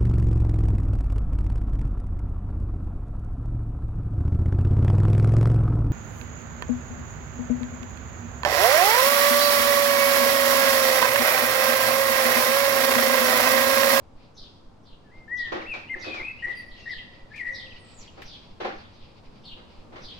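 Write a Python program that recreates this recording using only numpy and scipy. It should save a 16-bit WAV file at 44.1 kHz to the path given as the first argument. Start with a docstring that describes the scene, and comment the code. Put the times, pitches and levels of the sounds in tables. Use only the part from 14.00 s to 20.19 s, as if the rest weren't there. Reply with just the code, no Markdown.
"""Birdsong heard from a quiet kitchen

A blackbird sings one fluting phrase that ends in a thin twitter, while a sparrow chirps on: gliding
near-sine tones, roughened in pitch and loudness, with delayed copies and decaying noise as echoes.
Kitchenware is bumped and set down a little way off: damped modes and a noise thud, with a few light ticks.
Beneath lie room rumble and the haze of far birds (shaped noise), mains hum (a sine) and a faint, regular
sub-bass throb (Gaussian pulses). A few soft, far hoots come late."""
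import sys
import numpy as np
from scipy import signal
from scipy.fft import rfft, irfft, next_fast_len
from scipy.io import wavfile
from scipy.ndimage import uniform_filter1d, map_coordinates

SR = 44100
rng = np.random.default_rng(int(sys.argv[2]) if len(sys.argv) > 2 else 0)


def wrap_up_sound(samples):
    """Save the sound to the file named by the first command line argument, as 16-bit audio."""
    columns = np.atleast_2d(samples).T
    # keep every value between -1 and 1, then stretch to whole-number steps
    tamed = np.clip(columns, -1, 1)
    steps = np.round(tamed * 32767).astype(np.int16)
    wavfile.write(sys.argv[1], SR, steps)


N = 272979
T = np.arange(N) / SR

# Spectral shape of the room rumble and hiss: f/Hz, relative density/dB
ROOM_SPECTRUM = [(20, -2.5), (45, -3), (75, -1), (125, -3), (160, -5.5), (225, -3.5), (400, -10.5),
                 (520, -9), (700, -13), (950, -13), (1300, -19), (1900, -28), (5000, -34.5), (8000, -42.5),
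                 (15500, -60.5)]
# Correlation between the ears of diffuse noise: f/Hz, correlation/1
EAR_CORRELATION = [(60, 0.65), (250, 0.72), (600, 0.21), (1500, 0.15), (4000, 0.21), (12000, 0.34)]
# Slow swell of the room noise: t/s, relative level/dB
ROOM_SWELL = [(0, -0.5), (1.1, -1), (1.6, 2), (3, 0.5), (4.2, 1.5), (5.1, 0.5), (6.19, 3)]
# Spectral shape of the haze of far birds: f/Hz, relative density/dB
HAZE_SPECTRUM = [(1500, -7.5), (2500, 5.5), (3400, 0.5), (4800, 2.5), (6500, -19), (10000, -47.5)]
# Course of the haze: t/s, level/dB
HAZE_LEVEL = [(0, -81), (.25, -66.5), (.7, -89), (1.2, -71), (2.6, -59), (3.2, -62), (3.9, -59.5),
              (4.9, -63), (5.3, -64), (5.85, -67), (6.19, -57.5)]

# Sparrow chirps: t/s, level/dB, pitch ratio/1
CHIRPS = [(0.348, -45.5, 1.01), (0.828, -55, 0.91), (1.358, -41, 0.95), (1.993, -40.5, 1.0),
          (2.479, -54.5, 0.75), (2.681, -53, 0.84), (2.79, -54, 1.07), (2.884, -41.5, 0.91),
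          (3.519, -40, 0.99), (4.247, -42.5, .97), (4.751, -56, 0.98), (4.925, -57.5, 0.97),
          (5.423, -42, 0.88), (6.007, -41.5, 0.96)]
# The two sides of the syrinx in one chirp, a curve each: t after start/s, f before pitch ratio/Hz, level/dB
SYRINX_SIDES = [
    [(-.008, 5900, -26), (.008, 6014, -13), (.027, 5550, -10.5), (.034, 4907, -1.5), (.065, 4515, -7),
     (.1, 4156, -9.5), (.125, 3800, -14)],
    [(.01, 3600, -14.5), (.036, 4142, -3), (.062, 3650, -7.5), (.102, 3418, -1), (.125, 3050, -17)],
]
# Overtones at 2, 3, 4 times the sparrow's pitch: relative level/dB
SPARROW_OVERTONES = [-27, -45.5, -37]
# Reverberation of the birds between the walls: f/Hz, t60/s
YARD_T60 = [(500, 0.31), (2000, 0.94), (4000, 0.73), (8000, 0.8), (15000, 0.4)]

# The blackbird's four long slurs, a curve each: t/s, f/Hz, level/dB
OPENING = [(1.278, 1760, -44), (1.3, 1824, -44), (1.318, 1913, -32), (1.334, 1956, -27.5),
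           (1.378, 1978, -34), (1.408, 1924, -27), (1.44, 1870, -38.5), (1.472, 1820, -35),
           (1.492, 1807, -38.5)]
ARCH = [(1.655, 1930, -40), (1.67, 2643, -42.5), (1.69, 2743, -38), (1.72, 2572, -31), (1.755, 2260, -38),
        (1.785, 2727, -49)]
DIP = [(2.03, 2572, -46.5), (2.11, 2524, -40), (2.17, 2388, -36.5), (2.21, 2065, -35), (2.25, 2485, -39),
       (2.29, 2607, -37), (2.32, 2554, -45)]
CLOSING = [(3.375, 2560, -46), (3.395, 2175, -35.5), (3.412, 1968, -31), (3.44, 1920, -40.5),
           (3.485, 1953, -30.5), (3.53, 1963, -37.5), (3.575, 1946, -49)]
# How each slur is sung: curve, roughness as a share of the pitch/1, loudness beats/(1/s)
SLURS = [(OPENING, .001, 0), (ARCH, 0.016, 0), (DIP, 0.0207, 60), (CLOSING, .021, 54)]
# Its short notes: t/s, length/s, start f/Hz, end f/Hz (before the bow), mid-note level/dB,
# roughness as a share of the pitch/1, loudness beats/(1/s), where a negative rate dips first
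NOTES = [ (1.04, 0.075, 1760, 1630, -66.5, 0.017, 1), (1.11, 0.037, 1880, 2070, -58.5, .014, -4),
         (1.135, .12, 2085, 2068, -54.5, 0.0094, -0.5), (1.602, 0.029, 3050, 1900, -44, 0.021, 0),
         (1.869, 0.037, 2514, 3140, -48.5, 0.013, -2), (1.893, 0.055, 2078, 2048, -33, 0.0092, 2.5),
         (1.933, 0.021, 2086, 1704, -32.5, 0.029, 2), (2.381, 0.053, 2787, 2835, -50.5, 0.029, 1.5),
         (2.421, 0.023, 1890, 1910, -39.5, 0.031, 3), (2.439, 0.023, 1912, 1908, -28.5, 0.017, 0),
         (2.46, 0.017, 1914, 1906, -33.5, 0.039, 81), (2.48, 0.052, 1974, 1890, -29, 0.016, -4),
         (2.819, 0.04, 2690, 2753, -51.5, 0.013, -3), (2.855, 0.052, 1812, 1986, -40, 0.033, 3),
         (2.903, 0.039, 1997, 1840, -31, 0.019, -2.5), (3.303, 0.078, 1684, 1840, -50, 0.027, 2),
         (3.328, 0.062, 1970, 2670, -42, 0.064, 0.5)]
# Overtones at 2, 3, 4 .. times the blackbird's pitch, before clean notes are made purer: relative level/dB
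BLACKBIRD_OVERTONES = [-42, -40.5, -43.5, -46.5, -63, -51]
# One thin, high whistle rich in overtones: t/s, f/Hz, level/dB
THIN_WHISTLE = [(2.55, 4880, -60.5), (2.58, 4720, -48), (2.625, 4620, -62)]
# Quick downward flicks of the closing twitter: t/s, mid-note level/dB
FLICKS = [(3.654, -45), (3.704, -45.5), (3.752, -50.5), (4.074, -47)]
# One long squeal that falls from high up: t/s, f/Hz, level/dB
SQUEAL = [(3.785, 8950, -74), (3.86, 7940, -69), (3.965, 7500, -62.5), (4.0, 6690, -50.5),
          (4.025, 4880, -51), (4.048, 3400, -59)]
# Walls that throw the song back: delay/s, left level/dB, right level/dB
WALLS = [(.031, -10.5, -11.5), (.058, -35.5, -34), (.094, -17, -12.5)]

# Kitchenware bumped and set down: t/s, level/dB, brightness/(dB per octave)
KNOCKS = [(1.461, -48, 3.5), (1.519, -28, 0), (1.552, -32.5, -2), (1.608, -42.5, 2), (1.734, -37, 2.5),
          (1.955, -43, -2), (2.038, -41, 4.5), (2.066, -36.5, -5.5), (2.135, -38, 3.5), (2.186, -40.5, 1),
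          (2.463, -42.5, 0), (4.172, -42.5, -1.5), (4.601, -31.5, 0.5), (4.645, -27.5, -.5),
          (4.797, -51.5, 3), (5.565, -48, -0.5), (5.92, -45, 0), (5.955, -41.5, 1.5)]
# Modes of the kitchenware: f/Hz, relative level/dB, t60/s
WARE_MODES = [(215, -11, 0.64), (323.7, -0.5, 0.41), (363.8, 6.5, 0.2), (527, 2, 0.26), (556, -7, 0.41),
              (597, -3.5, 0.42), (726, 0.5, 0.24), (779, -10, 0.17), (784, -2, 0.38), (870, -2.5, 0.29),
              (1049, -2, 0.17), (1144, -3, 0.32), (1264, -11, 0.35), (1970, -23, .45), (3060, -26, 0.61),
              (3220, -18, 0.23)]
# Spectral shape of the thud: f/Hz, relative density/dB
THUD_SPECTRUM = [(60, -15.5), (150, -19), (260, -2.5), (500, 0.5), (900, -4), (1400, -3.5), (2200, -9.5),
                 (4000, -16.5), (6000, -28), (9000, -52.5), (15000, -55)]
# Decay of the thud as it fills the room: f/Hz, t60/s
THUD_T60 = [(200, 0.37), (700, 0.36), (2000, 0.51), (5000, 0.42), (12000, 0.34)]
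# Correlation of the thud between the ears, partly out of step: f/Hz, correlation/1
KNOCK_CORRELATION = [(200, 0.46), (380, 0.58), (700, -.05), (1300, -0.51), (2400, -0.3), (4400, -0.056)]

# Faint far hoots: t/s, length/s, f before the bow/Hz, mid-note level/dB
HOOTS = [(3.07, 0.21, 536, -65.5), (3.48, .11, 531, -56.5), (3.63, 0.083, 518, -58),
         (3.82, 0.24, 1300, -70)]
# Light utensil ticks: t/s, level/dB, centre f/Hz, t60/s
TICKS = [(3.36, -50.5, 3290, 0.23), (4.219, -41, 2340, 0.14), (4.227, -52, 2550, 0.049),
         (4.241, -81, 3270, 0.014)]

ROOM_DB = -52
# A short note bows upward in pitch by this share and is loudest in its middle; its ends are softer
BOW_SHARE, NOTE_ENDS_DB = 0.015, -5.5
BEAT_DEPTH = 0.35  # share by which a beating note's amplitude swings
FLICK_S, FLICK_FROM_HZ, FLICK_TO_HZ = 0.0267, 3250, 2390
# Time constant of a middling knock's rise, and the extra level that halves it
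RISE_S, MIDDLING_DB, RISE_HALVES_DB = 0.0056, -41, 13.5
MODE_SPREAD_DB = 2.5  # standard deviation of a mode's strength from blow to blow
CUTOFF_HZ = 15700


def from_db(db):
    """Logarithmic levels: decibels to amplitude gain."""
    return 10 ** (np.asarray(db) / 20)


def rms_one(x):
    """Normalisation of mean power: scale to rms 1."""
    return x / np.sqrt(np.mean(x ** 2) + 1e-20)


def at_hz(points, hz):
    """Interpolation of a table on a logarithmic frequency axis."""
    f, value = np.transpose(points)
    return np.interp(np.log(hz + 1e-3), np.log(f), value)


def in_time(rows):
    """Linear interpolation of a (t/s, value) curve at every sample."""
    return np.interp(T, *np.transpose(rows))


def add(out, s, sound):
    """Superposition: mix a sound in from time s on."""
    i = max(int(s * SR), 0)
    out[..., i:i + sound.shape[-1]] += sound[..., :max(N - i, 0)]


def drift(rate, size):
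    """Random modulation about 0: straight lines join normal draws of spread 1, rate of them per second."""
    knots = rng.standard_normal(2048)
    return map_coordinates(knots, [np.arange(size) / SR * rate], order=1, mode="mirror")


def colour(x, gain_at):
    """Linear filtering: multiply the spectrum by a gain that is a function of frequency."""
    size = next_fast_len(x.shape[-1])
    hz = np.arange(size // 2 + 1) * SR / size
    return irfft(rfft(x, size) * gain_at(hz), size)[..., :x.shape[-1]]


def stereo_noise(spectrum, size, correlation=EAR_CORRELATION):
    """Interaural correlation: the balance of mid and side noise sets it at each frequency; rms 1."""
    def shape(f, sign):
        balance = np.sqrt(1 + sign * np.clip(at_hz(correlation, f), -1, 1))
        return from_db(at_hz(spectrum, f)) * balance

    mid, side = rng.standard_normal((2, size))
    mid = colour(mid, lambda f: shape(f, 1))
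    side = colour(side, lambda f: shape(f, -1))
    return rms_one(np.array([mid + side, mid - side]))


def die_away(noise, t60s):
    """Frequency-dependent absorption: each octave band decays exponentially at its own rate."""
    size = noise.shape[-1]
    centres = 250 * 2. ** np.arange(6)
    octave = np.log2(np.arange(1, size // 2 + 2) * SR / size)
    spectrum, out = rfft(noise), 0
    # overlapping triangular bands that sum to 1
    for hz, share in zip(centres, np.eye(len(centres))):
        band = irfft(spectrum * np.interp(octave, np.log2(centres), share), size)
        out = out + band * from_db(-60 * T[:size] / at_hz(t60s, hz))
    return out


def echo_tail(x, t60s, build_s):
    """Diffuse reverberation: convolution with unit-energy noise that builds up, then decays."""
    tail = die_away(rng.standard_normal((2, SR)), t60s)
    tail = tail * (1 - np.exp(-T[:SR] / build_s))
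    return signal.fftconvolve(x[None], rms_one(tail) / np.sqrt(SR), axes=1)[:, :N]


def whistle(note, overtones, warble, warble_hz, rough):
    """Frequency modulation: a near-sine glides through (t/s, f/Hz, level/dB), shaken in pitch and loudness."""
    s, hz, db = np.transpose(note)
    t = s[0] + T[:max(int((s[-1] - s[0]) * SR), 256)]
    flutter = warble * np.sin(2 * np.pi * warble_hz * t + rng.uniform(0, 2 * np.pi))
    flutter = flutter + rough * drift(600, len(t))
    pitch = uniform_filter1d(np.interp(t, s, hz), size=200) * (1 + flutter)
    phase = 2 * np.pi * np.cumsum(pitch) / SR
    tone = np.sin(phase)
    for k, level in enumerate(overtones, 2):
        # random amplitude smears each hoarse overtone into a narrow band
        audible = k * pitch < SR / 2
        tone = tone + from_db(level) * drift(700, len(t)) * np.sin(k * phase) * audible
    burr = 1 + np.minimum(18 * rough, .55) * drift(172.6, len(t))
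    edges = np.clip(np.minimum(t - t[0], t[-1] - t) / .004, 0, 1)  # 4 ms fades
    return np.sqrt(2) * tone * burr * edges * from_db(np.interp(t, s, db))


def short_note(s, length_s, start_hz, end_hz, db):
    """Parabolic contour: the (t/s, f/Hz, level/dB) points of a bowed glide that swells and fades."""
    u = np.linspace(0, 1, num=17)
    bow = 1 - (2 * u - 1) ** 2
    hz = (start_hz + (end_hz - start_hz) * u) * (1 + BOW_SHARE * bow)
    return np.transpose([s + length_s * u, hz, db + NOTE_ENDS_DB * (1 - bow)])


def background():
    """Superposed steady sources: shaped noise for room and far birds, a drifting sine for mains hum."""
    room_db = ROOM_DB + in_time(ROOM_SWELL) + 0.34 * drift(8.3, N)
    room = from_db(room_db) * stereo_noise(ROOM_SPECTRUM, N)
    hum = from_db(-60.5 + 3.6 * drift(9, N)) * np.sin(2 * np.pi * 100 * T)
    haze_db = in_time(HAZE_LEVEL) + 4.7 * drift(27, N)
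    haze = from_db(haze_db) * stereo_noise(HAZE_SPECTRUM, N)
    return room + hum + haze


def throb(first_s, period_s, width_s, db):
    """Periodic pulse train: one-sided Gaussian bumps of sub-bass, less their mean value."""
    since = (T - first_s + period_s / 2) % period_s - period_s / 2
    bumps = np.exp(-.5 * (since / width_s) ** 2)
    return from_db(db) * (bumps - bumps.mean())


def sparrow():
    """Two-source phonation: both sides of the syrinx buzz and fall in pitch, heard mostly by reflection."""
    voice = np.zeros(N)
    for s, db, ratio in CHIRPS:
        for side in SYRINX_SIDES:
            note = np.array(side) * [1, ratio, 1]
            tone = whistle(note, SPARROW_OVERTONES, warble=0.083, warble_hz=227.9, rough=0.0519)
            add(voice, s + note[0, 0], from_db(db) * tone)
    near = echo_tail(voice, [(2000, 0.23), (8000, 0.1)], build_s=0.0068)
    yard = echo_tail(voice, YARD_T60, build_s=0.013)
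    return from_db(-7.0) * voice + from_db(-6.0) * near + from_db(-7.0) * yard


def blackbird():
    """Discrete and diffuse reflection: fluted, burry notes from the left, a scattered twitter, wall echoes."""
    voice, twitter = np.zeros((2, N))
    short_notes = [(short_note(*row[:5]), *row[5:]) for row in NOTES]
    for note, rough, beats_per_s in SLURS + short_notes:
        # the cleaner the note, the weaker its overtones
        overtones = np.array(BLACKBIRD_OVERTONES) + np.interp(rough, [0, .015], [-9, 0])
        tone = whistle(note, overtones, warble=.5 * rough, warble_hz=83.9, rough=rough)
        beating = 1 + BEAT_DEPTH * np.sin(2 * np.pi * beats_per_s * T[:len(tone)])
        add(voice, note[0][0], tone * beating)
    thin = whistle(THIN_WHISTLE, [-12, -20], warble=.006, warble_hz=86.4, rough=.014)
    add(voice, THIN_WHISTLE[0][0], thin)

    flicks = [short_note(s, FLICK_S, FLICK_FROM_HZ, FLICK_TO_HZ, db) for s, db in FLICKS]
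    for note in flicks + [SQUEAL]:
        add(twitter, note[0][0], whistle(note, [-27], warble=0.024, warble_hz=271, rough=0.043))

    direct = voice * from_db([[2.2], [-3.2]])  # left, right
    yard = from_db(-7.5) * echo_tail(voice + twitter, YARD_T60, build_s=0.01)
    # nearby surfaces blur the notes
    near = from_db(-13) * echo_tail(voice, [(2000, 0.17), (8000, 0.13)], build_s=.003)
    scattered = echo_tail(twitter, [(2000, 0.055), (8000, 0.19)], build_s=0.0011)
    out = direct + yard + near + from_db(-3.5) * twitter + scattered
    for delay, left_db, right_db in WALLS:
        add(out, delay, voice * from_db([[left_db], [right_db]]))
    return out


def kitchenware(ring_db, thud_db, apart_hz):
    """Modal excitation: each blow strikes every mode with its own strength, over a dull, diffuse thud."""
    out, t = np.zeros((2, N)), T[:SR // 2]
    hz, mode_db, t60 = np.transpose(WARE_MODES)
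    decay = from_db(mode_db[:, None] - 60 * t / t60[:, None])
    modes = decay * np.exp(2j * np.pi * hz[:, None] * t)
    for s, db, tilt_db in KNOCKS:
        # a harder knock builds up faster
        rise_s = RISE_S * 2 ** ((MIDDLING_DB - db) / RISE_HALVES_DB)
        thud = die_away(stereo_noise(THUD_SPECTRUM, len(t), KNOCK_CORRELATION), THUD_T60)
        # long waves reach both ears in step, short ones do not; phases in turns
        turns = rng.random(len(hz)) + rng.standard_normal((2, len(hz))) * hz / apart_hz
        strengths = from_db(rng.normal(0, MODE_SPREAD_DB, len(hz))) * np.exp(2j * np.pi * turns)
        ring = (strengths @ modes).real
        knock = from_db(thud_db) * thud + from_db(ring_db) * ring
        # a harder contact is brighter: the tilt pivots at 700 Hz
        knock = colour(knock, lambda f: from_db(tilt_db * np.log2(np.clip(f, 200, 6000) / 700)))
        fade_out = np.minimum((t[-1] - t) * 10, 1)
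        add(out, s, from_db(db) * knock * (1 - np.exp(-t / rise_s)) * fade_out)
    return out


def hoots():
    """Nearly pure tones: soft, clean, bowed notes from far away, without overtones."""
    voice = np.zeros(N)
    for s, length_s, hz, db in HOOTS:
        note = short_note(s, length_s, hz, hz, db)
        add(voice, s, whistle(note, [], warble=.002, warble_hz=16, rough=0.0075))
    return voice


def ticks():
    """Broadband impact: short, bright noise starts at once and decays exponentially."""
    out, t = np.zeros((2, N)), T[:SR // 4]
    for s, db, hz, t60 in TICKS:
        spectrum = [(hz / 8, -12), (hz, 0), (hz * 2, -11), (hz * 4, -28)]
        add(out, s, stereo_noise(spectrum, len(t)) * from_db(db - 60 * t / t60))
    return out


def scene():
    """Linear superposition: birds outside and kitchenware inside, over the background."""
    low = throb(first_s=0.1657, period_s=.256, width_s=0.01, db=-38.5)
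    birds = sparrow() + blackbird() + hoots()
    indoors = kitchenware(ring_db=-8.0, thud_db=-0.5, apart_hz=2490) + ticks()
    return background() + low + birds + indoors


def record(dry):
    """Band limitation: an elliptic low-pass filter cuts the top steeply."""
    low_pass = signal.ellip(10, .1, 80, CUTOFF_HZ, fs=SR, output="sos")
    return signal.sosfilt(low_pass, dry)


dry = scene()
out = record(dry)
wrap_up_sound(out)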